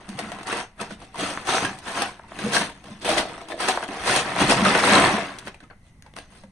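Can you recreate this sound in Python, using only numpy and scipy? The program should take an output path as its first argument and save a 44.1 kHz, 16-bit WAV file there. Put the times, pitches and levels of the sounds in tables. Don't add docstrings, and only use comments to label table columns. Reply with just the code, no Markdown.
import sys
import numpy as np
from scipy import signal
from scipy.fft import rfft, irfft, next_fast_len
from scipy.io import wavfile
from scipy.ndimage import uniform_filter1d

SR = 44100
rng = np.random.default_rng(int(sys.argv[2]) if len(sys.argv) > 2 else 0)


def to_wav(s):
    ch = np.atleast_2d(s).T
    pcm = np.round(np.clip(ch, -1, 1) * 32767)
    wavfile.write(sys.argv[1], SR, pcm.astype(np.int16))


N = 287091
TIME = np.arange(N) / SR

# (time of full force [s], rise [s], hold [s], t60 [s], crunch [dB], brightness [dB], floor boom [dB])
PUSHES = [ (-0.003, 0.079, 0.32, .3, -49, -11.5, -52), (0.085, .01, .2, .5, -50, -4, -41.5),
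          (0.189, 0.03, 0.012, 0.18, -32, -12, -50), (0.22, .04, 0.19, 0.25, -41, -13.5, -42),
          (0.474, 0.038, 0.13, 0.16, -30, -10, -38.5), (0.808, 0.041, 0.0056, 0.28, -32, -10.5, -39),
          (0.906, 0.038, 0.023, 0.13, -44, -4, -40.5), (1.016, 0.088, 0.012, 0.32, -44.5, -8, -44.5),
          (1.197, 0.072, 0.034, 0.88, -28.5, -7, -34.5), (1.491, 0.066, 0.078, 0.37, -24.5, -6.5, -37),
          (1.628, 0.097, 0.016, 0.45, -29.5, -8, -28), (1.885, 0.1, 0.016, 0.27, -32, -6.5, -43.5),
          (1.974, 0.12, 0.047, 0.38, -27.5, -9, -37.5), (2.216, 0.025, 0.17, 0.27, -54, -33, -55),
          (2.42, 0.19, 0.14, 0.66, -34.5, -7, -36), (2.544, 0.066, 0.027, 0.24, -22.5, -4, -39.5),
          (2.608, 0.016, 0.017, 0.23, -28, -8, -27), (2.86, 0.1, 0.062, 0.61, -48, -5.5, -44.5),
          (3.02, .04, 0.02, 0.08, -40.5, -3, -40.5), (3.05, 0.0096, 0.047, 0.14, -28, -5, -35),
          (3.093, 0.034, 0.038, 0.26, -25, -6.5, -32.5), (3.177, 0.05, 0.016, 0.19, -24.5, -5, -32),
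          (3.288, 0.22, 0.054, 0.96, -40.5, -9.5, -43.5), (3.504, 0.036, 0.0085, 0.18, -38.5, -4, -47),
          (3.607, 0.047, 0.049, 0.29, -27, -7, -41.5), (3.682, 0.029, 0.015, 0.39, -23.5, -7.5, -53),
          (3.829, 0.033, 0.01, 0.11, -32.5, -6, -39.5), (3.907, 0.063, 0.15, 0.46, -35.5, -11, -43),
          (4.074, 0.087, 0.11, 0.28, -22.5, -5.5, -36.5), (4.257, 0.12, 0.26, 0.38, -29.5, -12.5, -35.5),
          (4.409, 0.076, 0.011, 0.3, -19, -7, -20.5), (4.497, 0.042, 0.014, 0.22, -17, -5.5, -19.5),
          (4.568, 0.059, 0.053, 0.28, -23.5, -11, -23.5), (4.651, 0.033, 0.042, 0.72, -19, -10, -27.5),
          (4.749, 0.04, 0.04, 0.57, -21.5, -8.5, -28.5), (4.841, 0.032, 0.066, 0.26, -19.5, -8.5, -25.5),
          (4.939, 0.16, 0.056, 0.17, -15.5, -9.5, -23), (5.039, 0.11, 0.011, 0.74, -17, -12, -20.5),
          (5.471, 0.072, 0.015, 0.038, -44, -4, -38.5), (5.631, 0.017, 0.006, 0.1, -50, -13, -42),
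          (5.706, 0.0039, 0.0069, 0.12, -47, -36, -69), (5.846, 0.055, 0.037, 0.21, -67.5, 0, -77),
          (6.053, 0.02, 0.019, 0.16, -55, -16, -64), (6.165, 0.015, 0.013, 0.26, -42.5, -7, -46),
          (6.316, 0.092, 0.068, 0.4, -55, -4, -55.5)]
# (frequency [Hz], gain [dB])
ICE_SPECTRUM = [(100, -19.5), (250, 0), (420, 5.5), (660, 2.5), (900, 2.5), (1250, -1.5), (2000, -0.5),
                (2600, -7.5), (3600, -15.5), (4600, -19.5), (5400, -22.5), (7600, -23.5), (8700, -19.5),
                (10300, -26.5), (11400, -24.5), (12300, -40.5)]
# (frequency [Hz], treble share [ratio])
TREBLE_SHARE = [(2300, 0), (4300, 1.0)]
# (frequency [Hz], t60 [s], level [dB])
FLOOR_MODES = [(130, 0.11, -17.5), (139.3, 0.12, -7), (176.1, 0.24, -9), (198.5, 0.14, -2.5),
               (212.4, 0.18, -5), (289.6, 0.056, 6.5), (377, 0.018, -18.5)]
# (time of full level [s], rise [s], hold [s], t60 [s], level [dB])
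RUMBLE_SWELLS = [(3.17, 0.14, 0.029, 0.29, -36), (4.0, .07, 0.22, .6, -43.5),
                 (4.48, 0.14, 0.039, .3, -34.5), (4.96, .08, 0.056, .6, -37)]
# (frequency [Hz], relative level [dB])
AIR_SPECTRUM = [(20, -4), (55, -8), (110, -6), (200, -9.5), (400, -27), (1000, -30), (1750, -35.5),
                (2000, -21), (2300, -36.5), (4500, -42), (11500, -40)]
# (time [s], level [dB], note [Hz], brightness [dB], note level [dB])
CLACKS = [(0.052, -51, 960, -7, 5), (0.09, -24.5, 960, -3, -6), (0.19, -17, 680, -0.5, 5),
          (0.318, -19.5, 716, -13.5, -2.5), (0.387, -29, 850, -17, -10), (0.412, -30, 910, -16, -11),
          (0.431, -28, 750, -7, -6), (0.471, -20.5, 990, 12, -7), (0.527, -13, 820, -16.5, -15),
          (0.571, -28.5, 1390, 0, -4), (0.795, -32, 1260, -14, 20), (0.813, -18.5, 940, 1, 5),
          (0.908, -25.5, 1420, -16, -1), (1.144, -29.5, 920, -13, 7), (1.157, -28, 990, -12, -1),
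          (1.305, -19.5, 521, -5, 6), (1.471, -16.5, 961, 4, -9), (1.492, -15.5, 920, -10, -9),
          (1.544, -13, 1320, -18, -2), (1.649, -11, 1624, -8, 4), (1.787, -31.5, 735, 2, -13),
          (1.88, -24.5, 858, -17, 8), (2.021, -8, 800, -0.5, 3), (2.238, -39, 890, -27, 11),
          (2.389, -18, 1570, -9, 0), (2.534, -10.5, 1534, 0, 7), (2.566, -10.5, 1567, -3, 20),
          (2.697, -28.5, 918, -10, 3), (2.776, -46, 1300, -18, 7), (2.841, -31.5, 475, -7, 0),
          (2.882, -39, 586, -13, 5), (3.047, -18.5, 640, -7, -5), (3.064, -22, 590, -10, 4),
          (3.089, -14.5, 599, -7, 14), (3.115, -17, 610, -6, 1), (3.169, -17.5, 599, -18, 11),
          (3.18, -8, 1980, -3, 3), (3.194, -19.5, 1450, -10, 12), (3.414, -30.5, 673, -9, 2.5),
          (3.486, -28, 826, -1, 5), (3.52, -21, 1730, -15, 1), (3.604, -20, 1030, -11.5, -4),
          (3.686, -9, 748, -7, 0), (3.88, -27, 1500, 6, -8), (3.888, -24, 620, -18, -15),
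          (3.996, -29.5, 1040, -4, -10), (4.095, -10.5, 1460, -14.5, 3), (4.162, -6.5, 850, -5.5, -21),
          (4.657, -8, 1233, -11.5, 12.5), (4.751, -9.5, 1426, -22, -1.5), (4.954, -8, 1285, -3.5, 4),
          (5.181, -14.5, 675, -32, 0), (5.386, -27, 1910, 7, -14), (5.472, -22, 1900, -18, -12),
          (5.48, -24.5, 1130, -12, -10), (5.544, -32.5, 2400, -12, 0), (5.604, -37.5, 1520, -7, 3),
          (5.639, -45, 1256, -19, 11), (5.7005, -37, 1504, -23, 2), (6.063, -38, 830, -13, 5),
          (6.436, -37, 522, -15, 2.5)]
# (time [s], level [dB], frequency the spot favours [Hz])
LANDINGS = [(0.089, -25, 206), (0.15, -31, 145), (0.227, -28, 204), (0.814, -28, 198), (0.913, -29.5, 217),
            (1.225, -22.5, 297), (2.44, -17, 214), (2.463, -25, 130), (2.569, -22, 184), (2.912, -29, 196),
            (3.06, -26, 304), (3.888, -25.5, 304), (4.099, -25, 123), (4.166, -26, 122), (4.415, -16, 291),
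            (4.43, -16.5, 122), (4.509, -25, 293), (4.618, -10, 196.3), (4.67, -14.5, 197.6),
            (4.919, -9, 199), (4.975, -11, 311), (5.138, -18.5, 216), (6.439, -37, 193)]
# (time [s], level [dB], centre frequency [Hz])
KNOCKS = [(1.177, -31, 1060), (1.3735, -16, 1150), (1.473, -20.5, 900), (1.489, -11.5, 950),
          (1.536, -20, 950), (1.581, -10.5, 1400), (1.631, -18, 950), (1.693, -23.5, 850),
          (1.974, -20, 950), (2.019, -16, 900), (2.195, -30.5, 850), (2.318, -28.5, 850),
          (2.614, -20, 1500), (3.379, -29, 850), (3.766, -28, 2400), (3.7732, -12.5, 850),
          (3.806, -26, 950), (3.8277, -19.5, 900), (4.319, -20.5, 1160), (4.363, -16.5, 800),
          (4.407, -19, 800), (4.495, -11.5, 700), (4.521, -7, 850), (4.837, -12, 1150), (4.926, -9, 900),
          (4.986, -15, 700), (5.009, -9.5, 1000), (5.024, -12.5, 900)]
# (frequency [Hz], t60 [s], level [dB])
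WALL_MODES = [(297, 0.16, -6), (463, 0.03, -4.5), (583, 0.031, 4.5), (685, 0.025, -4)]
# (time of full force [s], rise [s], hold [s], t60 [s], level [dB], pitch of the wall there [ratio])
SHOVES = [(2.462, 0.11, 0.007, 0.2, -30, 0.78), (3.063, 0.038, 0.14, 0.53, -30, 1.11),
          (3.519, 0.065, 0.018, 0.24, -32, 1.1), (3.662, 0.21, 0.27, 0.47, -43, 1.24),
          (4.496, .02, 0.035, .2, -26.5, 1.15), (4.987, .03, .015, .15, -26, 1.1)]
# (time [s], level [dB], note [Hz], brightness [dB], note level [dB])
NIPS = [(6.0238, -29.5, 1590, 8.5, 9.5), (6.1385, -31.5, 2600, -15, -10), (6.1655, -23, 1290, -2, 6),
        (6.187, -21, 776, -2, 4)]
# (frequency [Hz], correlation [-1..1])
STEREO_CORRELATION = [(100, 1), (300, 0.97), (550, 0.94), (1200, 0.75), (1900, 0.17), (4000, 0.19),
                      (5000, -0.45), (6300, 0.82), (7100, -0.79), (7600, -0.92), (8300, 0.3), (9700, 0.96),
                      (10700, -1)]
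# (frequency [Hz], left minus right [dB])
STEREO_BALANCE = [(350, 0), (1150, 1), (2000, 2.5), (3700, 0.5), (6000, 0), (8800, -2), (10500, 1)]

BUILD_UP_DB = 27
SETTLE_DB, SETTLE_T60_S, SETTLE_MAX_DB = -22.5, 0.69, -48
CONTACT_GROWTH = .28
TRAVEL_CYCLES = 3.8


def undb(db):
    return 10 ** (np.asarray(db) / 20)


def curve_at(points, hz):
    f, value = np.transpose(points)
    return np.interp(np.log(hz + 1), np.log(f), value)


def shape(x, gain):
    size = next_fast_len(x.shape[-1] + 2048)
    spectrum = rfft(x, size) * gain(np.fft.rfftfreq(size, 1 / SR))
    return irfft(spectrum, size)[..., :x.shape[-1]]


def band(x, lo_hz, hi_hz):
    sos = signal.butter(2, [lo_hz, min(hi_hz, .45 * SR)], "band", fs=SR, output="sos")
    return signal.sosfilt(sos, x)


def unit(x):
    return x / np.sqrt(np.sum(x ** 2, axis=-1, keepdims=True))


def running_rms(x, seconds):
    size = int(seconds * SR / 2) + 1
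    return np.sqrt(np.abs(uniform_filter1d(uniform_filter1d(x ** 2, size), size)) + 1e-18)


def fade(t, t60):
    return np.exp(-np.log(1000) * t / t60)


def mode(t, hz, t60):
    return np.sin(2 * np.pi * hz * t) * fade(t, t60)


def add(out, s, sound):
    i = int(np.clip(s * SR, 0, N - 1))
    out[..., i:i + sound.shape[-1]] += sound[..., :N - i]


def placed(sound, side):
    return sound * np.array([[1], [side]])


def swell(s, rise_s, hold_s, t60):
    t = TIME - s
    return undb(BUILD_UP_DB * np.minimum(t, 0) / rise_s) * fade(np.maximum(t - hold_s, 0), t60)


def push_levels():
    power = np.full((3, N), 1e-12)
    for s, rise_s, hold_s, t60, db, bright_db, boom_db in PUSHES:
        settling = undb(min(SETTLE_DB, SETTLE_MAX_DB - db)) * swell(s, rise_s, hold_s, SETTLE_T60_S)
        force = np.maximum(swell(s, rise_s, hold_s, t60), settling)
        power += np.outer(undb([db, db + bright_db, boom_db]), force) ** 2
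    level, treble, boom = 10 * np.log10(power)
    return level, treble - level, boom


def cube_contacts(count, crack_t60, cycles, ring_db, rattle_t60, rattle_db, mode_count=4):
    t = np.arange(SR // 14) / SR
    hz = np.geomspace(600, 11000, 999)[rng.integers(0, 999, (count, mode_count, 1))]
    modes = hz * mode(t, hz, cycles / hz)
    ring = rng.standard_normal((count, 2, mode_count)) @ modes
    ring /= np.sqrt(np.mean(np.sum(ring ** 2, axis=-1)))
    crack = unit(rng.standard_normal((count, 2, len(t))) * fade(t, crack_t60))
    rattle = unit(rng.standard_normal((count, 2, len(t))) * fade(t, rattle_t60))
    contact = crack + undb(ring_db) * ring + undb(rattle_db) * rattle
    return contact * np.cos(np.pi / 2 * t / t[-1])


def avalanche(level_db, peak_per_s, scatter_db, count=70000):
    cubes = cube_contacts(480, crack_t60=.006, cycles=45, ring_db=2.5, rattle_t60=.09, rattle_db=2)
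    times, luck, size = rng.uniform(0, N / SR, count), rng.random(count), rng.standard_normal(count)
    which = (times * SR / N * len(cubes) + rng.integers(0, 70, count)).astype(int) % len(cubes)
    rate = peak_per_s * undb(CONTACT_GROWTH * (level_db - level_db.max()))
    slips = luck * count * SR / N < np.interp(times, TIME, rate)
    gains = undb(scatter_db * np.minimum(size, 2))
    out = np.zeros((2, N))
    for s, k, gain in zip(times[slips], which[slips], gains[slips]):
        add(out, s, gain * cubes[k])
    return out


def bed_colour(x):
    ice = shape(x, lambda f: undb(curve_at(ICE_SPECTRUM, f)))
    treble = shape(ice, lambda f: curve_at(TREBLE_SHARE, f))
    return ice - treble, treble


def crunch(level_db, bright_db):
    body, treble = bed_colour(avalanche(level_db, peak_per_s=3600, scatter_db=1.6))
    body /= running_rms(band(body[0], 350, 2700), 0.087)
    treble /= running_rms(treble[0], 0.8)
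    return undb(level_db) * (undb(-2.5) * body + undb(bright_db + 0.22) * treble)


def tumbles(level_db, per_s, cycles, share_db, count=2000):
    out, t = np.zeros((2, N)), np.arange(SR // 20) / SR
    for s, luck, pitch, softness, side in rng.random((count, 5)) * [N / SR, 1, 1, 1, 1]:
        if luck * count * SR / N < per_s:
            hz = 760 * 6 ** pitch
            note = unit(mode(t, hz, cycles / hz) * (1 - np.exp(-hz * t)))
            db = level_db[int(s * SR)] + share_db - 8 * pitch - 12 * softness
            add(out, s, placed(undb(db) * note, 2 * side - 1))
    return out


def clinks(treble_db, per_s, cycles, share_db, count=2200):
    out, t = np.zeros((2, N)), np.arange(SR // 10) / SR
    for s, luck, pitch, softness, split, side, hop in rng.random((count, 7)) * [N / SR, 1, 1, 1, 1, 1, 1]:
        if luck * count * SR / N < per_s:
            hz = 2400 * 3.7 ** pitch
            upper_hz = hz * (1.04 + .2 * split)
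            ring = unit(mode(t, hz, cycles / hz) + .5 * mode(t, upper_hz, cycles / upper_hz))
            db = treble_db[int(s * SR)] + share_db - 10 * softness
            note = placed(undb(db) * ring, 2 * side - 1)
            add(out, s, note)
            add(out, s + .008 + .025 * hop, note / 2)
    return out


def bending_wave(hz, travel_cycles, width_octaves=.7):
    ratio = np.fft.rfftfreq(2048, 1 / SR) / hz + 1e-6
    magnitude = np.exp(-.5 * (np.log2(ratio) / width_octaves) ** 2)
    turns = travel_cycles * (2 * np.sqrt(ratio) - ratio / 3)
    return unit(irfft(magnitude * np.exp(-2j * np.pi * turns)))


def jostles(level_db, peak_per_s, share_db, count=2400):
    out = np.zeros((2, N))
    rate = peak_per_s * undb(CONTACT_GROWTH * (level_db - level_db.max()))
    for s, luck, pitch, softness, distance, side in rng.random((count, 6)) * [N / SR, 1, 1, 1, 1, 1]:
        if luck * count * SR / N < rate[int(s * SR)]:
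            wave = bending_wave(650 * 4.6 ** pitch, TRAVEL_CYCLES * (.7 + distance + pitch))
            db = level_db[int(s * SR)] + share_db - 5 * pitch - 10 * softness
            add(out, s, placed(undb(db) * wave, 3 * side - 1.5))
    return out


def sheet_ring(modes):
    t = np.arange(SR // 4) / SR
    return sum(undb(db) * mode(t, hz, t60) for hz, t60, db in modes)


def grind(modes, lowest_hz, taps_per_s):
    taps = rng.standard_normal((2, N)) * (rng.random(N) < taps_per_s / SR)
    ringing = signal.fftconvolve(taps, sheet_ring(modes)[None])[:, :N]
    ringing = band(ringing, lowest_hz, 700)
    return ringing / running_rms(ringing[0], 0.063)


def floor_boom(boom_db):
    return undb(boom_db - 3.5) * grind(FLOOR_MODES, lowest_hz=100, taps_per_s=830)


def low_rumble(level_db, rest_db, push_share_db):
    rumble = band(rng.standard_normal((2, N)), 24, 68)
    swell_power = sum((undb(db) * swell(*timing)) ** 2 for *timing, db in RUMBLE_SWELLS)
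    envelope = np.sqrt(undb(rest_db) ** 2 + undb(level_db + push_share_db) ** 2 + swell_power)
    return undb(-6) * envelope * rumble / rumble.std()


def open_air(level_db):
    air = shape(rng.standard_normal((2, N)), lambda f: undb(curve_at(AIR_SPECTRUM, f)))
    waver_db = np.interp(TIME, np.linspace(0, N / SR, 30), 1.5 * rng.standard_normal(30))
    return air / air.std() * undb(level_db + waver_db)


def clacks(rows, rattle_t60, rattle_db, ring_cycles, note_cycles, glint_db, sweep_cycles):
    out = np.zeros((2, N))
    for s, db, hz, bright_db, note_db in rows:
        contact = cube_contacts(1, crack_t60=0.0033, cycles=ring_cycles, ring_db=4,
                                rattle_t60=rattle_t60, rattle_db=rattle_db, mode_count=12)[0]
        body, treble = bed_colour(contact)
        t = np.arange(body.shape[1]) / SR
        turns = hz * t + sweep_cycles * (1 - np.exp(-hz * t / 2))
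        note = unit(np.sin(2 * np.pi * turns) * fade(t, note_cycles / hz) * (1 - np.exp(-hz * t)))
        note = placed(note, rng.uniform(-1, 1))
        hit = unit(body) + undb(bright_db + glint_db) * unit(treble) + undb(note_db) * note
        add(out, s, undb(db) * hit / np.abs(hit[0]).max())
    return out


def snaps(rows, snap_db, lowest_hz):
    out, t = np.zeros((2, N)), np.arange(SR // 100) / SR
    for s, db, _, bright_db, _ in rows:
        crack = band(rng.standard_normal((2, len(t))) * fade(t, t60=.005), lowest_hz, SR)
        add(out, s, undb(db + snap_db + 2 * min(bright_db, 0)) * crack / np.abs(crack).max())
    return out


def landings(gain_db, rise_s, spot_octaves):
    out = np.zeros((2, N))
    for s, db, spot_hz in LANDINGS:
        ring = sheet_ring([(hz, t60, mode_db - 10 * abs(np.log2(hz / spot_hz)) / spot_octaves)
                           for hz, t60, mode_db in FLOOR_MODES])
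        t = np.arange(len(ring)) / SR
        thump = ring * (1 - np.exp(-t / rise_s))
        add(out[0], s, undb(db + gain_db) * thump / np.abs(thump).max())
    return out


def knocks(rattle_db):
    out = np.zeros((2, N))
    for s, db, hz in KNOCKS:
        shaken = cube_contacts(1, crack_t60=.012, cycles=18, ring_db=0, rattle_t60=.04, rattle_db=3)[0]
        wave = bending_wave(hz, TRAVEL_CYCLES)
        gain = undb(db) / np.abs(wave).max()
        add(out[0], s, gain * wave)
        add(out, s, gain * undb(rattle_db) * unit(sum(bed_colour(shaken))))
    return out


def wall_shoves():
    out = np.zeros((2, N))
    for *timing, db, pitch in SHOVES:
        modes = [(hz * pitch, t60, mode_db) for hz, t60, mode_db in WALL_MODES]
        out += undb(db) * swell(*timing) * grind(modes, lowest_hz=280, taps_per_s=260)
    return out


def yard(x, t60, wet_db, onset_s):
    t = np.arange(SR // 2) / SR
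    echo = band(rng.standard_normal((2, len(t))), 120, 6800) * fade(t, t60) * np.minimum(t / onset_s, 1)
    return x + undb(wet_db) * signal.fftconvolve(x, unit(echo), axes=1)[:, :N]


def stereo_image(x):
    correlation = lambda f: np.clip(curve_at(STEREO_CORRELATION, f), -1, .988)
    mid = shape(x[0], lambda f: np.sqrt((1 + correlation(f)) / 2))
    side = shape(x[1], lambda f: np.sqrt((1 - correlation(f)) / 2))
    return np.array([shape(mid + sign * side, lambda f: undb(sign * curve_at(STEREO_BALANCE, f) / 2))
                     for sign in (1, -1)])


def scene():
    level_db, bright_db, boom_db = push_levels()
    ice = crunch(level_db, bright_db)
    ice += tumbles(level_db, per_s=170, cycles=56, share_db=25.5)
    ice += clinks(level_db + bright_db, per_s=190, cycles=340, share_db=24.5)
    ice += clacks(CLACKS, rattle_t60=.055, rattle_db=13.5, ring_cycles=40, note_cycles=70,
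                  glint_db=5.5, sweep_cycles=0.76)
    ice += jostles(level_db, peak_per_s=300, share_db=23.5)
    ice += knocks(rattle_db=-5)
    ice += clacks(NIPS, rattle_t60=.018, rattle_db=0.5, ring_cycles=33, note_cycles=7.4,
                  glint_db=6.5, sweep_cycles=0)
    direct = snaps(CLACKS, snap_db=-10, lowest_hz=7800) + snaps(NIPS, snap_db=-6, lowest_hz=8000)
    pool = floor_boom(boom_db) + wall_shoves() + landings(gain_db=-3.5, rise_s=.006, spot_octaves=.4)
    rumble = low_rumble(level_db, rest_db=-53.5, push_share_db=-32)
    outdoors = yard(ice + pool + rumble, t60=0.22, wet_db=-12.5, onset_s=0.0017)
    return direct + stereo_image(outdoors + open_air(level_db=-54.5))


def record(dry):
    rounded = 1.1 * np.tanh(dry / 1.1)
    return signal.sosfilt(signal.ellip(10, .2, 80, 12100, fs=SR, output="sos"), rounded)


dry = scene()
out = record(dry)
to_wav(out)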